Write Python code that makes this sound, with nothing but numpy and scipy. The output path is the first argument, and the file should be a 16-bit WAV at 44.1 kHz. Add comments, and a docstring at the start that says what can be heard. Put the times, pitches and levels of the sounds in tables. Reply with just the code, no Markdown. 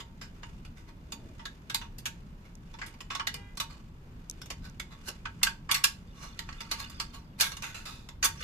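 """Hand scissors cut up a thin drink can in a yard, over filtered-noise traffic and a wavering low hum.
From the start the sheet snaps and soon crunches: noise bursts ring its modes, then the can, and walls answer.
A vehicle swells by as dull noise, small ticks follow, and a distant horn honks once on two notes.
Later the wall pops in with dull thuds, a blade squeaks with a rising pitch, and the long last cut
scrapes as uneven noise with pinging burrs."""
import sys
import numpy as np
from scipy import signal
from scipy.fft import rfft, irfft, next_fast_len
from scipy.io import wavfile

SR = 44100
rng = np.random.default_rng(int(sys.argv[2]) if len(sys.argv) > 2 else 0)


def output_pcm(signal):
    """Save a mono or channel-first signal as 16-bit PCM at the path in sys.argv[1].

    Samples are clipped to [-1, 1] before scaling.
    """
    pcm = np.clip(np.atleast_2d(signal).T, -1, 1) * 32767
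    wavfile.write(sys.argv[1], SR, np.round(pcm).astype(np.int16))


N = 371763
TIME = np.arange(N) / SR


def from_db(db):
    """Turn decibels into a gain."""
    return 10 ** (np.asarray(db) / 20)


def rms_one(x):
    """Scale a sound to an rms of 1."""
    return x / np.sqrt(np.mean(x ** 2) + 1e-20)


def in_time(rows):
    """Draw straight lines between the points of a table, giving a value at every sample."""
    return np.interp(TIME, *np.transpose(rows))


def in_time_or_silent(times, level_db):
    """Gain that follows a level curve [dB] and is practically silent outside it."""
    return from_db(np.interp(TIME, times, level_db, left=-200, right=-200))


def at_hz(points, hz):
    """Read a spectrum table on a log-frequency axis."""
    points = np.array(points)
    return np.interp(np.log(hz + 1e-9), np.log(points[:, 0]), points[:, 1])


def band(x, low, high, order=2):
    """Keep the frequencies between low and high [Hz]."""
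    sos = signal.butter(order, [low, min(high, .48 * SR)], "band", fs=SR, output="sos")
    return signal.sosfilt(sos, x + 1e-18)


def add(out, s, sound):
    """Mix a stereo sound in at time s [s], trimmed to fit."""
    start = round(s * SR)
    first, last = max(start, 0), min(start + sound.shape[1], N)
    out[:, first:last] += sound[:, first - start:last - start]


def drift(rate):
    """Random wandering with spread 1, taking a new value rate times a second."""
    knots = rng.standard_normal(2000)
    return rms_one(np.interp(TIME * rate, np.arange(len(knots)), knots))


def resonate(x, hz, width):
    """Ring one resonance of a given width [Hz], with gain 1 at its peak."""
    r = np.exp(-np.pi * width / SR)
    top = (1 - r * r) / 2 * np.array([1, 0, -1])
    return signal.lfilter(top, [1, -2 * r * np.cos(2 * np.pi * hz / SR), r * r], x)


# how alike noise is at the left and right: (frequency [Hz], correlation)
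STEREO_LIKENESS = [(60, 0.95), (150, 1), (300, 0.9), (600, 0.66), (1200, -0.38), (5000, 0.062)]


def coloured_noise(spectrum):
    """Stereo noise with a given spectrum, alike in the bass and nearly unrelated in the treble."""
    size = next_fast_len(N)
    hz = np.fft.rfftfreq(size, 1 / SR)
    mid, side = rfft(rng.standard_normal((2, size)))
    alike = np.clip(at_hz(STEREO_LIKENESS, hz), -.99, .99)
    pair = np.sqrt(1 + alike) * mid + np.sqrt(1 - alike) * side * [[1], [-1]]
    shaped = pair * from_db(at_hz(spectrum, hz)) * hz / (hz + 10)   # the last factor thins the deepest bass
    return rms_one(irfft(shaped, size)[:, :N])


# colour of the traffic rumble: (frequency [Hz], relative level [dB per Hz])
TRAFFIC_COLOUR = [(12, -21.5), (20, 6.5), (38, 2), (118, -5), (152, -4.5), (243, -10.5), (283, -19.5),
                  (330, -20), (430, -16.5), (730, -120)]
# colour of the thin outdoor hiss: (frequency [Hz], relative level [dB per Hz])
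AIR_COLOUR = [(12, -42), (20, -30.5), (48, 17.5), (162, -15), (232, -9.5), (438, -24.5), (739, -30),
              (922, -26.5), (1390, -31.5), (2850, -39.5), (3970, -43), (6700, -49.5), (9590, -56),
              (13300, -40.5), (14500, -39)]
TRAFFIC_DB, AIR_DB = -47.5, -60   # average levels


def outdoors():
    """Far traffic is low noise that swells gently; outdoor air is a thin hiss above it."""
    rumble = rms_one(band(coloured_noise(TRAFFIC_COLOUR), 15, 307, order=4))
    rumble = from_db(TRAFFIC_DB + 1.3 * drift(8.0)) * rumble
    air = rms_one(band(coloured_noise(AIR_COLOUR), 313, 11000, order=3))
    air = from_db(AIR_DB + .5 * drift(6.1)) * air
    return rumble + air


# strength of the distant engine's hum: (time [s], level [dB])
ENGINE_HUM_LEVEL = [(0, -61), (4.0, -68.5), (4.6, -56), (6.8, -61), (8.43, -65)]
HUM_HZ, HUM_WANDER = 168.6, 0.02485   # middle pitch; spread of the pitch as a fraction of it


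def hum():
    """One low note of a far engine wavers in pitch and strength."""
    phase = 2 * np.pi * np.cumsum(HUM_HZ * (1 + HUM_WANDER * drift(12))) / SR
    return from_db(in_time(ENGINE_HUM_LEVEL) + 1.0 * drift(7.1)) * np.sin(phase)


# blades sliding on the sheet in the long last cut: (time [s], level [dB])
SLIDE_LEVEL = [(6.08, -72), (6.84, -54.5), (7.27, -74), (7.43, -80), (7.58, -60), (8.23, -97), (8.43, -44)]
# colour of the rubbing: (frequency [Hz], relative level [dB per Hz])
RUB_COLOUR = [(290, -33.5), (500, 0.5), (1030, -38), (1120, 0), (1730, -1), (2420, 1.5), (3910, -8.5),
              (6590, -7), (14500, -24.5)]
# before the slide, the can only shifts faintly in the fingers
HANDLING_DB, HANDLING_SWING_DB, HANDLING_CHANGES_PER_S = -69.5, 3, 8
BURRS_PER_S, BURR_SPREAD_DB = 25, 5.5   # average rate at each pitch; spread of their sizes


def slide():
    """Steel scrapes along the cut edge with uneven grip and catches on burrs, which ping."""
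    grip_db = 1.0 + 0.52 * drift(49) + 3.03 * drift(200)
    rub = from_db(grip_db) * coloured_noise(RUB_COLOUR)
    burrs = np.zeros((2, N))
    sizes = from_db(BURR_SPREAD_DB * np.minimum(rng.exponential(1, N), 2))
    for hz in np.geomspace(1100, 5500, 16):
        catches = (rng.random(N) < BURRS_PER_S / SR) * sizes
        ping = resonate(catches, hz * rng.uniform(.95, 1.05), 40)
        burrs += rng.uniform(.3, 1, (2, 1)) * rng.choice([-1, 1], (2, 1)) * ping
    slide_start = SLIDE_LEVEL[0][0]
    handling_db = HANDLING_DB + HANDLING_SWING_DB * drift(HANDLING_CHANGES_PER_S)
    level_db = np.where(TIME < slide_start, handling_db, in_time(SLIDE_LEVEL))
    return from_db(level_db) * (rub + from_db(2.0) * rms_one(burrs) * (TIME > slide_start))


def flex(shake, wall_hz, flap_hz):
    """Grip and cut change the shape of the sheet, so its wall and loose flap ring differently every time."""
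    wall = resonate(shake, wall_hz, 110)
    flap = resonate(shake, flap_hz, 290)
    out = shake + from_db(8) * wall + from_db(8.5) * flap
    for hz in np.geomspace(2200, 13000, 9) * np.exp(.12 * rng.standard_normal(9)):
        out = out + from_db(6.5) * resonate(shake, hz, 105)
    return out


# borders between the body, can, edge and fizz ranges: (frequency [Hz])
RANGE_EDGES_HZ = [300, 850, 2000, 7000, 15500]
# A sharp break puts its energy into fizz, a blunt buckle into the can.
# starting levels of the can, edge and fizz ranges, relative to the cut: (level [dB])
RANGE_LEVELS_DB = [-4, 0.5, -12]
# how sharpness changes those ranges: (level gained per dB of sharpness [dB])
SHARPNESS_EFFECT = [-0.78, 0.023, 1.195]
BODY_DB, BODY_FOLLOWS = -44.5, 0.4   # the hand damps the low body, which grows little with the level
LEAD_S = .1   # a fracture peaks this long after its start


def fracture(row, swell, grain_db, after_db, after_t60, band_db):
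    """A run of tiny slips shakes the dense modes of the sheet, swelling to a peak and then dying away."""
    level_db, sharpness_db, wall_hz, flap_hz, t60 = row
    body_db = BODY_DB + BODY_FOLLOWS * level_db
    upper_db = level_db + np.add(RANGE_LEVELS_DB, sharpness_db * np.array(SHARPNESS_EFFECT))
    levels_db = np.add([body_db, *upper_db], band_db)
    t = np.arange(SR // 2) / SR - LEAD_S
    since = np.maximum(t, 0)
    # a main fall and a weaker aftermath
    fall = np.hypot(from_db(-60 * since / t60), from_db(after_db - 60 * since / after_t60))
    shape = np.exp(np.minimum(t, 0) / max(swell, 1e-4)) * fall
    grain = np.interp(np.arange(len(t)) / 50, np.arange(500), rng.standard_normal(500))
    slips = from_db(grain_db * grain)
    shake = flex(rng.standard_normal((2, len(t))) * slips * shape, wall_hz, flap_hz)
    parts = zip(levels_db, RANGE_EDGES_HZ, RANGE_EDGES_HZ[1:])
    mix = sum(from_db(db) * rms_one(band(shake, low, high, order=4)) for db, low, high in parts)
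    return mix * np.sqrt(np.mean(shape ** 2))


CRACK_DB = 7.5   # force of the first click, relative to the level of the cut


def crack(force_db):
    """The instant at which the metal gives: a click of about a millisecond."""
    t = np.arange(SR // 200) / SR
    click = band(rng.standard_normal((2, len(t))), 1200, 12000)
    return from_db(force_db - 31.5 - 60 * t / 0.0031) * click


# the sheet snaps: (time [s], level [dB], sharpness [dB], wall pitch [Hz], flap pitch [Hz],
# time of the main fall by 60 dB [s])
SHEET_SNAPS = [(.002, -44, -0.5, 955, 3120, .11), (0.214, -44, 0, 1620, 5070, 0.16),
               (.432, -47, -10.5, 990, 2820, .07), (.65, -52.5, 2, 1470, 2620, 0.11),
               (1.122, -38, 7, 940, 7000, 0.075), (1.394, -53.5, -10, 930, 3160, 0.17),
               (1.455, -37, -0.5, 1660, 3720, 0.055), (1.699, -35, 1, 1660, 3280, 0.08),
               (1.746, -24, 8.5, 920, 3880, 0.032), (1.814, -46.5, -6.5, 980, 2830, 0.18),
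               (1.984, -47.5, 13.5, 1840, 4960, 0.066), (2.057, -31, 6.5, 1790, 2500, .09),
               (2.74, -52, -10, 920, 3500, .085), (2.788, -50, -7.5, 1060, 2760, 0.11),
               (2.815, -44.5, -13.5, 2080, 2250, 0.18), (2.863, -49, 9.5, 940, 2030, 0.13),
               (3.006, -42.5, 1.5, 1050, 2610, .07), (3.104, -38.5, -6, 1100, 2570, 0.2),
               (3.151, -34, -1, 1090, 3780, 0.084), (3.197, -36, -11.5, 1190, 3050, 0.081),
               (3.271, -27.5, 1.5, 2020, 3770, 0.07), (3.342, -35.5, 8, 2100, 5060, 0.029),
               (3.573, -38, 6.5, 1080, 4240, 0.064), (3.601, -28.5, 4, 1180, 3720, .1),
               (4.417, -41.5, 5, 1520, 5460, 0.027), (4.459, -49.5, 7, 1130, 6310, 0.046),
               (4.503, -36.5, 4, 1120, 2100, 0.086), (4.799, -34, 3, 2100, 3420, 0.04),
               (5.255, -39, -13, 1570, 3020, 0.054), (5.432, -17.5, 9, 2110, 4270, 0.036),
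               (5.692, -41, -14, 1136, 2170, 0.39), (5.713, -22.5, 9.5, 1170, 3340, 0.075),
               (5.744, -25.5, 7.5, 1970, 2030, 0.12), (5.841, -15.5, 9.5, 1734, 5240, 0.037),
               (6.392, -32, 2.5, 1920, 3860, 0.018), (6.49, -43.5, -11, 1190, 2500, 0.029),
               (6.527, -47.5, -4, 2000, 4280, 0.034), (6.606, -39, 2.5, 1340, 2520, 0.086),
               (6.714, -29.5, 4, 1240, 4150, .11), (6.899, -48.5, 10.5, 1600, 4730, 0.046),
               (7.0, -32, 3.5, 1130, 4800, 0.11), (7.4, -28, 6.5, 1570, 4740, 0.089),
               (7.409, -21.5, 11, 1720, 4360, 0.078), (7.518, -40.5, 2.5, 1125, 4200, .1),
               (7.569, -41, 5.5, 1110, 6560, 0.052), (7.623, -37.5, 4, 1140, 6200, 0.058),
               (7.745, -43.5, 3.5, 1430, 2540, 0.36), (7.855, -43.5, 3, 1250, 3830, 0.51),
               (8.089, -43, 2, 975, 3450, 0.034), (8.228, -25.5, 0.5, 1560, 6500, 0.17)]


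def snaps():
    """The metal gives way suddenly: a click and a fracture that swells in about a millisecond."""
    out = np.zeros((2, N))
    for s, *row in SHEET_SNAPS:
        snap = fracture(row, swell=0.00097, grain_db=1.0, after_db=-7, after_t60=0.11,
                        band_db=[6.8, 1.34, -0.53, -1.1])
        add(out, s - LEAD_S, snap)
        add(out, s, crack(row[0] + CRACK_DB))
    return out


# resonances of the can and blades: (frequency [Hz], width before a lower limit [Hz], level [dB])
CAN_RESONANCES = [(916, 8.1, 8), (1114.3, 27.4, 4.5), (1330, 55, -1.5), (1510, 63, -4.5), (1634, 20, 6.5),
                  (1970, 17, -20), (2462, 22, -3.5), (2680, 25, -5.5), (2933, 50, 5.5), (3439, 124, 6),
                  (4510, 38, -17), (4460, 146, 7.5), (5396, 85, 0), (6380, 85, -17), (6735, 67, 2),
                  (7300, 100, -36)]


def can(shake):
    """The shaken can rings at its resonances, each heard slightly later on the right."""
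    out = 0.9 * shake
    for k, (hz, width, db) in enumerate(CAN_RESONANCES):
        ring = resonate(shake[k % 2], hz, max(width, hz / 75))   # left and right drive them in turn
        late = np.interp(TIME - .00078, TIME, ring)
        out += from_db(db) * np.array([ring, late])
    return out


def yard(x, wet_db, t60, dull_hz):
    """Walls and clutter scatter a faint, duller tail."""
    t = np.arange(SR) / SR
    echoes = band(rng.standard_normal((2, SR)), 320, dull_hz, order=1)
    echoes = echoes * from_db(-60 * t / t60) * (1 - np.exp(-t / 0.0017))
    tail = signal.fftconvolve(x, rms_one(echoes) / np.sqrt(SR), axes=1)[:, :N]
    return x + from_db(wet_db) * tail


# the sheet crumples: (time [s], level [dB], sharpness [dB], wall pitch [Hz], flap pitch [Hz],
# time of the main fall by 60 dB [s], swell time [s])
SHEET_CRUNCHES = [(.774, -59, 2, 1470, 2200, .27, .007), (.888, -58.5, -2.5, 995, 2050, 0.13, 0.0087),
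                  (2.454, -62.5, -2, 1360, 2320, 0.22, .007), (2.941, -55.5, -1, 945, 2300, 0.07, 0.0034),
                  (3.701, -55, -1.5, 1120, 4270, 0.32, 0.0043), (4.654, -51.5, 0.5, 1530, 3900, 0.15, .015),
                  (4.924, -54.5, -3, 1060, 3700, 0.16, 0.011), (5.088, -37, 6, 1560, 5450, 0.082, 0.012),
                  (5.417, -60.5, -21.5, 1065, 3000, 0.089, 0.0023),
                  (5.471, -31.5, 0, 1610, 2760, 0.095, 0.0061), (6.241, -48, 0.5, 1120, 6000, 0.26, 0.04),
                  (6.803, -40.5, 3.5, 1100, 4200, 0.14, 0.012), (7.146, -48.5, 3, 1130, 4020, 0.16, 0.0081),
                  (7.392, -43.5, 5, 1140, 4300, 0.026, 0.0036), (7.424, -30.5, 5, 1610, 3400, 0.26, 0.0076),
                  (7.637, -39.5, 1, 1500, 2460, 0.31, 0.0057),
                  (8.247, -23.5, 11.5, 1150, 6140, 0.092, 0.0046)]


def crunches():
    """The metal folds more slowly: a swelling, grainier fracture with a click at its peak."""
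    out = np.zeros((2, N))
    for s, *row, swell in SHEET_CRUNCHES:
        crunch = fracture(row, swell, grain_db=3.0, after_db=-32.5, after_t60=0.312,
                          band_db=[5, 3.5, -1.0, 1.5])
        add(out, s - LEAD_S, crunch)
        add(out, s, crack(row[0] + CRACK_DB))
    return out


# a vehicle swells briefly in the distance: (time [s], level [dB])
PASSING_LEVEL = [(.9, -70), (1.15, -54.5), (1.3, -53), (1.55, -89)]
# colour of its noise: (frequency [Hz], relative level [dB per Hz])
VEHICLE_COLOUR = [(90, -25), (170, -5), (250, -4), (330, -11), (520, -20), (640, -14), (800, -30),
                  (1500, -64)]


def passing():
    """A dull swell of engine and tyre noise."""
    return in_time_or_silent(*np.transpose(PASSING_LEVEL)) * coloured_noise(VEHICLE_COLOUR)


# tiny dry ticks: (time [s], relative level [dB])
TICK_TIMES = [(2.5534, -41), (3.5543, -54), (3.7314, -51), (4.2982, -22.5), (4.3112, -31), (4.6975, -47)]


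def ticks():
    """Small, bright contacts that ring one high resonance and die at once."""
    out, t = np.zeros((2, N)), np.arange(SR // 20) / SR
    for s, db in TICK_TIMES:
        contact = band(rng.standard_normal((2, len(t))), 4000, 12000)
        contact = contact * from_db(db - 3.5 - 60 * t / 0.0093)
        add(out, s, contact + 4.5 * resonate(contact, 6060, 700))
    return out


# the two notes of the distant horn: (pitch [Hz])
HORN_NOTES_HZ = [403, 477]
# rise and fall of the honk: (time [s], relative level [dB])
HONK_LEVEL = [(3.29, -110), (3.34, -64.5), (3.44, -65.5), (3.53, -75), (3.7, -110)]
# colour of the horn's flare: (frequency [Hz], relative level [dB])
FLARE_COLOUR = [(410, 1), (900, -3), (1400, -2.5), (1950, 1), (2500, 0), (3000, -5), (4400, -18)]


def horn():
    """Two buzzing diaphragms about a minor third apart; over the distance each overtone fades by itself."""
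    out = np.zeros((2, N))
    level_db = in_time(HONK_LEVEL)
    on = level_db > level_db.min() + 1
    for hz in HORN_NOTES_HZ:
        phase = 2 * np.pi * np.cumsum(hz * (1 + .004 * drift(35)[on])) / SR
        for k in range(1, 9):
            fading_db = 3.5 * drift(18)[on]
            gain = from_db(level_db[on] + at_hz(FLARE_COLOUR, k * hz) + 3.0 + fading_db)
            out[:, on] += gain * np.sin(k * phase + rng.uniform(0, np.pi, (2, 1)))
    return out


# the wall pops in under the grip: (time [s], relative level [dB])
WALL_THUDS = [(4.503, -47.5), (5.08, -43), (6.606, -77.5), (6.714, -43.5), (7.409, -41.5), (8.241, -42.5)]
THUD_LOW_HZ, THUD_HIGH_HZ, THUD_T60_S = 283, 795, 0.12   # T60: time to fall by 60 dB


def thuds():
    """A broad patch of the wall flips inwards with a dull thud; the hand damps it at once."""
    out, t = np.zeros((2, N)), np.arange(SR // 4) / SR
    for s, db in WALL_THUDS:
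        pop = rms_one(band(rng.standard_normal(len(t)), THUD_LOW_HZ, THUD_HIGH_HZ))
        shape = (1 - np.exp(-t / 0.00067)) * from_db(db - 60 * t / THUD_T60_S)
        add(out, s, pop * shape * from_db([[-2], [2]]))   # stronger on the right
    return out


# a blade squeaks on the cut edge: (time [s], middle pitch [Hz], level [dB])
BLADE_SQUEAK = [(5.461, 1245, -58.5), (5.47, 1466, -31), (5.472, 1557, -21.5), (5.484, 1590, -31),
                (5.5, 1630, -68)]


def squeak():
    """Stick and slip speed up as the blades close, so the unsteady pitch rises."""
    times, pitch, level_db = np.transpose(BLADE_SQUEAK)
    unsteady_hz = np.interp(TIME, times, pitch) * (1 + 0.0247 * drift(230))
    phase = 2 * np.pi * np.cumsum(unsteady_hz) / SR
    return in_time_or_silent(times, level_db) * (np.sin(phase) + 0.18 * np.sin(2 * phase))


def scene():
    """The work and the horn lean a little to the right, over the outdoor sounds."""
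    shake = snaps() + crunches() + slide()
    work = yard(can(shake) + squeak(), wet_db=-14.5, t60=0.22, dull_hz=5600)
    work = work + ticks() + thuds()
    return (work + horn()) * from_db([[-1.8], [1.3]]) + outdoors() + hum() + passing()


CUTOFF_HZ = 14600


def record(dry):
    """A steep low-pass filter removes the very highest treble."""
    return signal.sosfilt(signal.ellip(10, .3, 80, CUTOFF_HZ, fs=SR, output="sos"), dry)


dry = scene()
out = record(dry)
output_pcm(out)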